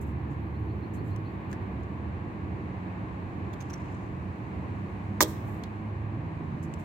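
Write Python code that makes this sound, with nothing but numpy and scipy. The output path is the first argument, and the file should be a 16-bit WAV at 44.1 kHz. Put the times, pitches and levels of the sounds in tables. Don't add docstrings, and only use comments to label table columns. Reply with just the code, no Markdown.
import sys
import numpy as np
from scipy import signal
from scipy.fft import rfft, irfft, next_fast_len
from scipy.io import wavfile
from scipy.ndimage import map_coordinates

SR = 44100
rng = np.random.default_rng(int(sys.argv[2]) if len(sys.argv) > 2 else 0)


def unload_audio(sound):
    columns = np.transpose(np.atleast_2d(sound))
    steps = np.round(np.clip(columns, -1, 1) * 32767)
    wavfile.write(sys.argv[1], SR, steps.astype(np.int16))


N = 301644

# frequency in Hz, relative level in dB.
FEATHER_SPECTRUM = [(2000, -25), (4500, -11), (5800, 2.5), (7400, 5.5), (10500, -6), (13500, -3.5),
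                    (16000, -17)]


def amp(db):
    return 10 ** (np.asarray(db) / 20)


def unit(x):
    return x / np.sqrt(np.mean(x ** 2) + 1e-20)


def along(points, hz):
    f, v = np.transpose(points)
    return np.interp(np.log(hz + 1), np.log(f + 1), v)


def curves(rows):
    s, *columns = np.transpose(rows)
    return [np.interp(np.arange(N) / SR, s, column) for column in columns]


def wobble(rate):
    knots = rng.standard_normal(int(N * rate / SR) + 4)
    return map_coordinates(knots, [np.arange(N) * rate / SR])


def arch(s, length):
    u = np.clip((np.arange(N) / SR - s) / length, 0, 1)
    return np.sqrt(np.abs(np.sin(np.pi * u)))


def filtered(x, response):
    n = x.shape[-1]
    m = next_fast_len(n + 8192)
    return irfft(rfft(x, m) * response(np.fft.rfftfreq(m, 1 / SR)), m)[..., :n]


def add(track, s, sound):
    part = track[max(round(s * SR), 0):][:len(sound)]
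    part += sound[:len(part)]


def panned(x, balance):
    return filtered(x, lambda hz: amp(np.outer([.5, -.5], along(balance, hz))))


def tilted(size, spectrum, tilt_db, pivot_hz):
    colour = lambda hz: amp(along(spectrum, hz) + tilt_db * np.log2(np.maximum(hz / pivot_hz, 1)))
    return unit(filtered(rng.standard_normal(size), colour))


def diffuse_noise(spectrum):
    # frequency in Hz, left-right correlation.
    coherence = [(60, 0.92), (150, 0.98), (300, 0.85), (640, .4), (1000, 0.028), (1400, -0.55),
                 (3000, 0.28), (7000, -0.13)]
    angle = lambda hz: np.arccos(np.clip(along(coherence, hz), -1, 1)) / 2
    response = lambda hz: amp(along(spectrum, hz)) * [np.cos(angle(hz)), np.sin(angle(hz))]
    mid, side = filtered(rng.standard_normal((2, N)), response)
    return unit(np.array([mid + side, mid - side]))


def engine_note(hz, waver, flutter_db):
    phase = 2 * np.pi * np.cumsum(hz * (1 + waver * wobble(14))) / SR
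    return amp(flutter_db * wobble(9)) * unit(np.sin(phase))


def engines():
    # time in seconds, pitch in Hz, relative dB.
    lasting_engine = [(.8, 192, -56), (1.3, 180, -48), (2.2, 207, -46.5), (2.8, 181, -40.5),
                      (3.6, 192, -48), (4.2, 185, -46), (5.1, 200, -42), (5.7, 210, -47), (6.84, 222, -46)]
    # start and length in seconds, first and last pitch in Hz, relative level in dB.
    brief_engines = [(-.3, .9, 114, 148, -41.5), (-.3, 1.3, 71, 77, -37.5), (-.1, 1.6, 335, 310, -50),
                     (.1, 1.35, 103, 106, -40.5), (1.6, .65, 69, 81, -40), (4.8, .5, 97, 99, -40.5),
                     (5.7, .7, 103, 105, -40), (5.9, 1.6, 160, 170, -42), (5.9, 1.1, 131, 142, -46)]
    hz, db = curves(lasting_engine)
    track = amp(db - 1.5) * engine_note(hz, waver=.012, flutter_db=2.5)
    for s, length, first_hz, last_hz, level_db in brief_engines:
        glide, = curves([(s, first_hz), (s + length, last_hz)])
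        track += amp(level_db - 1) * arch(s, length) * engine_note(glide, waver=.009, flutter_db=1.5)
    return track


def traffic():
    # time in seconds, relative levels of tyre roar and of hiss in dB.
    levels = [(0, -49, -82.5), (.7, -48.7, -82.5), (2.7, -47, -79.3), (4.6, -47.5, -77.5),
              (5.4, -47.7, -76.5), (6.1, -48, -81), (6.84, -47.5, -77)]
    # frequency in Hz, relative spectral density in dB.
    rumble_spectrum = [(13, -58), (22, -35), (37, -27), (62, -9), (92, 1.5), (150, -6), (193, -7.5),
                       (258, -11), (319, -8), (374, -14), (520, -25), (680, -45), (1140, -120)]
    roar_spectrum = [(150, -37), (420, -4), (600, -1), (800, 0.5), (1120, 0.5), (1300, -8.5), (1700, -6.5),
                     (2500, -12), (3300, -25.5), (4200, -27.5), (5200, -42.5), (9000, -57)]
    hiss_spectrum = [(2000, -32), (4000, 1), (5400, -3), (6900, -0.5), (8500, -5), (10500, -11),
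                     (16000, -9.5)]
    # frequency in Hz, left minus right in dB.
    balance = [(60, -2.5), (380, -2.5), (700, -1), (1100, 3.5), (1500, -1.5), (2400, -1.5), (3800, 1.5),
               (5000, -3), (15000, -2.5)]
    rumble_db, fade_db_per_s = -35.3, .25
    roar_db, hiss_db = curves(levels)
    t = np.arange(N) / SR
    rumble = amp(rumble_db - fade_db_per_s * t + .8 * wobble(7)) * diffuse_noise(rumble_spectrum)
    roar = amp(roar_db + 1.5 + .56 * wobble(5.4)) * diffuse_noise(roar_spectrum)
    hiss = amp(hiss_db + 4.5) * diffuse_noise(hiss_spectrum)
    return panned(rumble + roar + hiss + engines(), balance)


def bird(first_s, spacing_s, note_s, dip_hz, sweep_hz, waver_hz, count):
    track, u = np.zeros(N), np.linspace(-1, 1, int(note_s * SR))
    swell = np.cos(np.pi * u / 2) * (1 + u / 2)
    for k in range(count):
        db = -65 + .7 * k + rng.normal(0, 1)
        quaver = unit(filtered(rng.standard_normal(len(u)), lambda f: f < 300))
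        pitch = dip_hz + rng.normal(0, 35) + sweep_hz * np.sin(np.pi * u / 2) ** 2 + waver_hz * quaver
        note = amp(db) * swell * np.sin(2 * np.pi * np.cumsum(pitch) / SR)
        add(track, first_s + spacing_s * k - note_s / 2, note)
    return track


def scatter(x, decay, onset_s):
    hz, t, noise = signal.stft(rng.standard_normal((2, SR)), SR, nperseg=256)
    envelope = amp(-60 * t / along(decay, hz)[:, None]) * (1 - np.exp(-(t / onset_s) ** 2))
    tail = signal.istft(noise * envelope, SR, nperseg=256)[1]
    return signal.fftconvolve(x[None], tail / np.linalg.norm(tail[0]), axes=1)[:, :N]


def rustle(grit_db):
    # start and length in seconds, level in dB, treble tilt in dB per octave.
    strokes = [(-.5, 2.6, -83, 16), (3.55, .55, -73.5, -14)]
    brush = sum(amp(db) * arch(s, length) * tilted(N, FEATHER_SPECTRUM, tilt_db, pivot_hz=5000)
                for s, length, db, tilt_db in strokes)
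    return brush * unit(amp(grit_db * wobble(150)))


def scrapes(rows, spectrum, pivot_hz):
    track, t = np.zeros(N), np.arange(SR // 3) / SR
    for s, db, length, tilt_db in rows:
        u = 2 * t / length
        add(track, s, amp(db) * u * np.exp(1 - u) * tilted(len(t), spectrum, tilt_db, pivot_hz))
    return track


def feather_rubs():
    # start in seconds, level in dB, length in seconds, treble tilt in dB per octave.
    rubs = [(.008, -62.5, 0.021, 7), (.06, -72, .035, 6), (.3, -75.5, .03, -4), (.933, -63.5, 0.026, 4),
            (1.04, -72.5, .06, 6), (1.495, -72, 0.032, 3), (5.272, -56.5, 0.036, 9.5),
            (5.44, -68.5, 0.105, 10), (6.626, -59, .016, -3), (6.785, -68, 0.03, 1)]
    return scrapes(rubs, FEATHER_SPECTRUM, pivot_hz=5000) * unit(amp(2.5 * wobble(300)))


def ticks(rows, contacts, t60=.015, rise_s=.00017):
    # frequency in Hz, relative level in dB.
    crack_spectrum = [(600, -24), (1500, 9), (4600, -3.5), (6500, -0.5), (10000, -12.5), (13000, -14),
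                      (16000, -16)]
    track, t = np.zeros(N), np.arange(SR // 20) / SR
    envelope = amp(-60 * t / t60) * (1 - np.exp(-t / rise_s))
    for s, crack_db, hz, ring_db in rows:
        for delay, db in contacts:
            noise = filtered(rng.standard_normal(len(t)), lambda f: amp(along(crack_spectrum, f)))
            crack = amp(crack_db) * unit(noise)
            ring = amp(ring_db) * np.sin(2 * np.pi * hz * t)
            add(track, s + delay, amp(db) * (crack + ring) * envelope)
    return track


def arrow_clicks(bounce_s, bounce_db):
    # start in seconds, crack level in dB, ring frequency in Hz, ring level in dB.
    impacts = [(1.162, -46.5, 6450, -62), (1.515, -49.5, 6800, -56), (1.529, -40, 1709, -35),
               (1.833, -56, 6970, -64), (5.6365, -42.5, 4250, -39), (6.7385, -43, 7700, -52)]
    return ticks(impacts, [(0, 0), (bounce_s, bounce_db)])


def bow_creaks(slip_s, side_db):
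    # time of the main slip in seconds, crack level in dB, ring in Hz, ring level in dB.
    slips = [(3.5365, -46, 3480, -49), (3.6095, -43.5, 6250, -46), (3.6225, -48, 6500, -54),
             (3.7035, -43.5, 5700, -44), (3.7378, -42.5, 5820, -37.5)]
    return ticks(slips, [(-slip_s, side_db), (0, 0), (slip_s, side_db)])


def shaft_clatter():
    # start in seconds, level in dB, length in seconds, treble tilt in dB per octave.
    knocks = [(5.2056, -21, .003, -1.5), (5.2083, -17.3, .0025, -1.2), (5.2146, -16.3, .0016, -3.5),
              (5.2218, -17.5, .0014, 11.5), (5.2252, -19, .003, 8), (5.2336, -21, 0.0009, 2)]
    slide, landing = (5.218, -26.5, .010, -.5), (5.6365, -47, .004, -14)
    # frequency in Hz, relative level in dB.
    shaft_spectrum = [(120, -47.5), (330, -5), (600, -0.5), (1200, -10), (2100, -2.5), (2750, -10.5),
                      (3400, 2), (4900, 1), (6300, 3.5), (8500, -2), (10300, -11.5), (12300, -3),
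                      (14500, -6), (16500, -9)]
    return scrapes(knocks + [slide, landing], shaft_spectrum, pivot_hz=3520)


def contact_noise():
    clicks = arrow_clicks(bounce_s=.006, bounce_db=-13)
    creaks = bow_creaks(slip_s=.0045, side_db=-5)
    return shaft_clatter() + feather_rubs() + rustle(grit_db=4) + clicks + creaks


def string_slap(low_hz, rise_cycles):
    # frequency in Hz, relative level in dB, t60 in seconds.
    bow_modes = [(316, -27, 0.29), (372, -26.5, 0.21), (415, -22, 0.13), (492, -19.5, .1),
                 (562.7, -24, 0.13), (614, -25, 0.098), (855, -21, 0.064), (1074, -3, .022),
                 (1740, -4, 0.011), (1954, -4.5, 0.0083)]
    # start in seconds, gain in dB, low-pass cutoff in Hz.
    slaps = [(5.2065, -3.5, 2597), (5.2096, -2, 1090)]
    gap_s, first_db, loss_db, soft_hz = .0166, -14, 4.5, 600
    rebounds = [(slaps[-1][0] + gap_s * (k + 1), first_db - loss_db * k, soft_hz) for k in range(3)]
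    track, t = np.zeros(N), np.arange(SR // 2) / SR
    hz, db, t60 = np.transpose(bow_modes)[:, :, None]
    build_up = 1 - np.exp(-t * hz / rise_cycles)
    modes = amp(db - 60 * t / t60) * build_up * np.sin(2 * np.pi * hz * t)
    for s, blow_db, cutoff_hz in slaps + rebounds:
        ring = amp(rng.normal(0, .7, len(bow_modes))) @ modes
        contact = signal.butter(2, cutoff_hz, fs=SR, output="sos")
        add(track, s, amp(blow_db) * signal.sosfilt(contact, ring))
    return signal.sosfilt(signal.butter(2, low_hz, "highpass", fs=SR, output="sos"), track)


def scene():
    # frequency in Hz, t60 in seconds.
    ground_decay = [(300, 0.072), (1000, .16), (4000, .1), (15000, 0.063)]
    tree_decay = [(300, .7), (1500, 0.66), (6000, .5), (14000, 0.48)]
    # frequency in Hz, left minus right in dB.
    archer_balance = [(300, -1.5), (600, -1), (1050, 5.5), (1600, 4), (3500, -3.5), (6500, -6.5),
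                      (10000, -8.5), (15000, -13.5)]
    left_lag_s = .000422
    lag = lambda hz: np.exp(-1j * np.pi * np.outer([1, -1], np.maximum(hz * left_lag_s - 1, 0)))
    slap = string_slap(low_hz=214, rise_cycles=.56)
    coherent = filtered(slap + amp(-3.5) * contact_noise(), lag)
    incoherent = amp(-1) * np.array([contact_noise(), contact_noise()])
    outward = slap + contact_noise()
    ground_echo = amp(-14.5) * scatter(outward, ground_decay, onset_s=.0064)
    tree_echo = amp(-26) * scatter(outward, tree_decay, onset_s=.05)
    archer = panned(coherent + incoherent + ground_echo + tree_echo, archer_balance)
    song = bird(first_s=.557, spacing_s=.1415, note_s=.052, dip_hz=4130, sweep_hz=524, waver_hz=100,
                count=6)
    song_echo = amp(-11) * scatter(song, ground_decay, onset_s=.018)
    return archer + amp(-3.5) * song + song_echo + traffic()


def record(dry):
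    top_hz, edge_hz = 16000, 400
    return filtered(dry, lambda hz: np.clip((top_hz - hz) / edge_hz + .5, 0, 1))


dry = scene()
out = record(dry)
unload_audio(out)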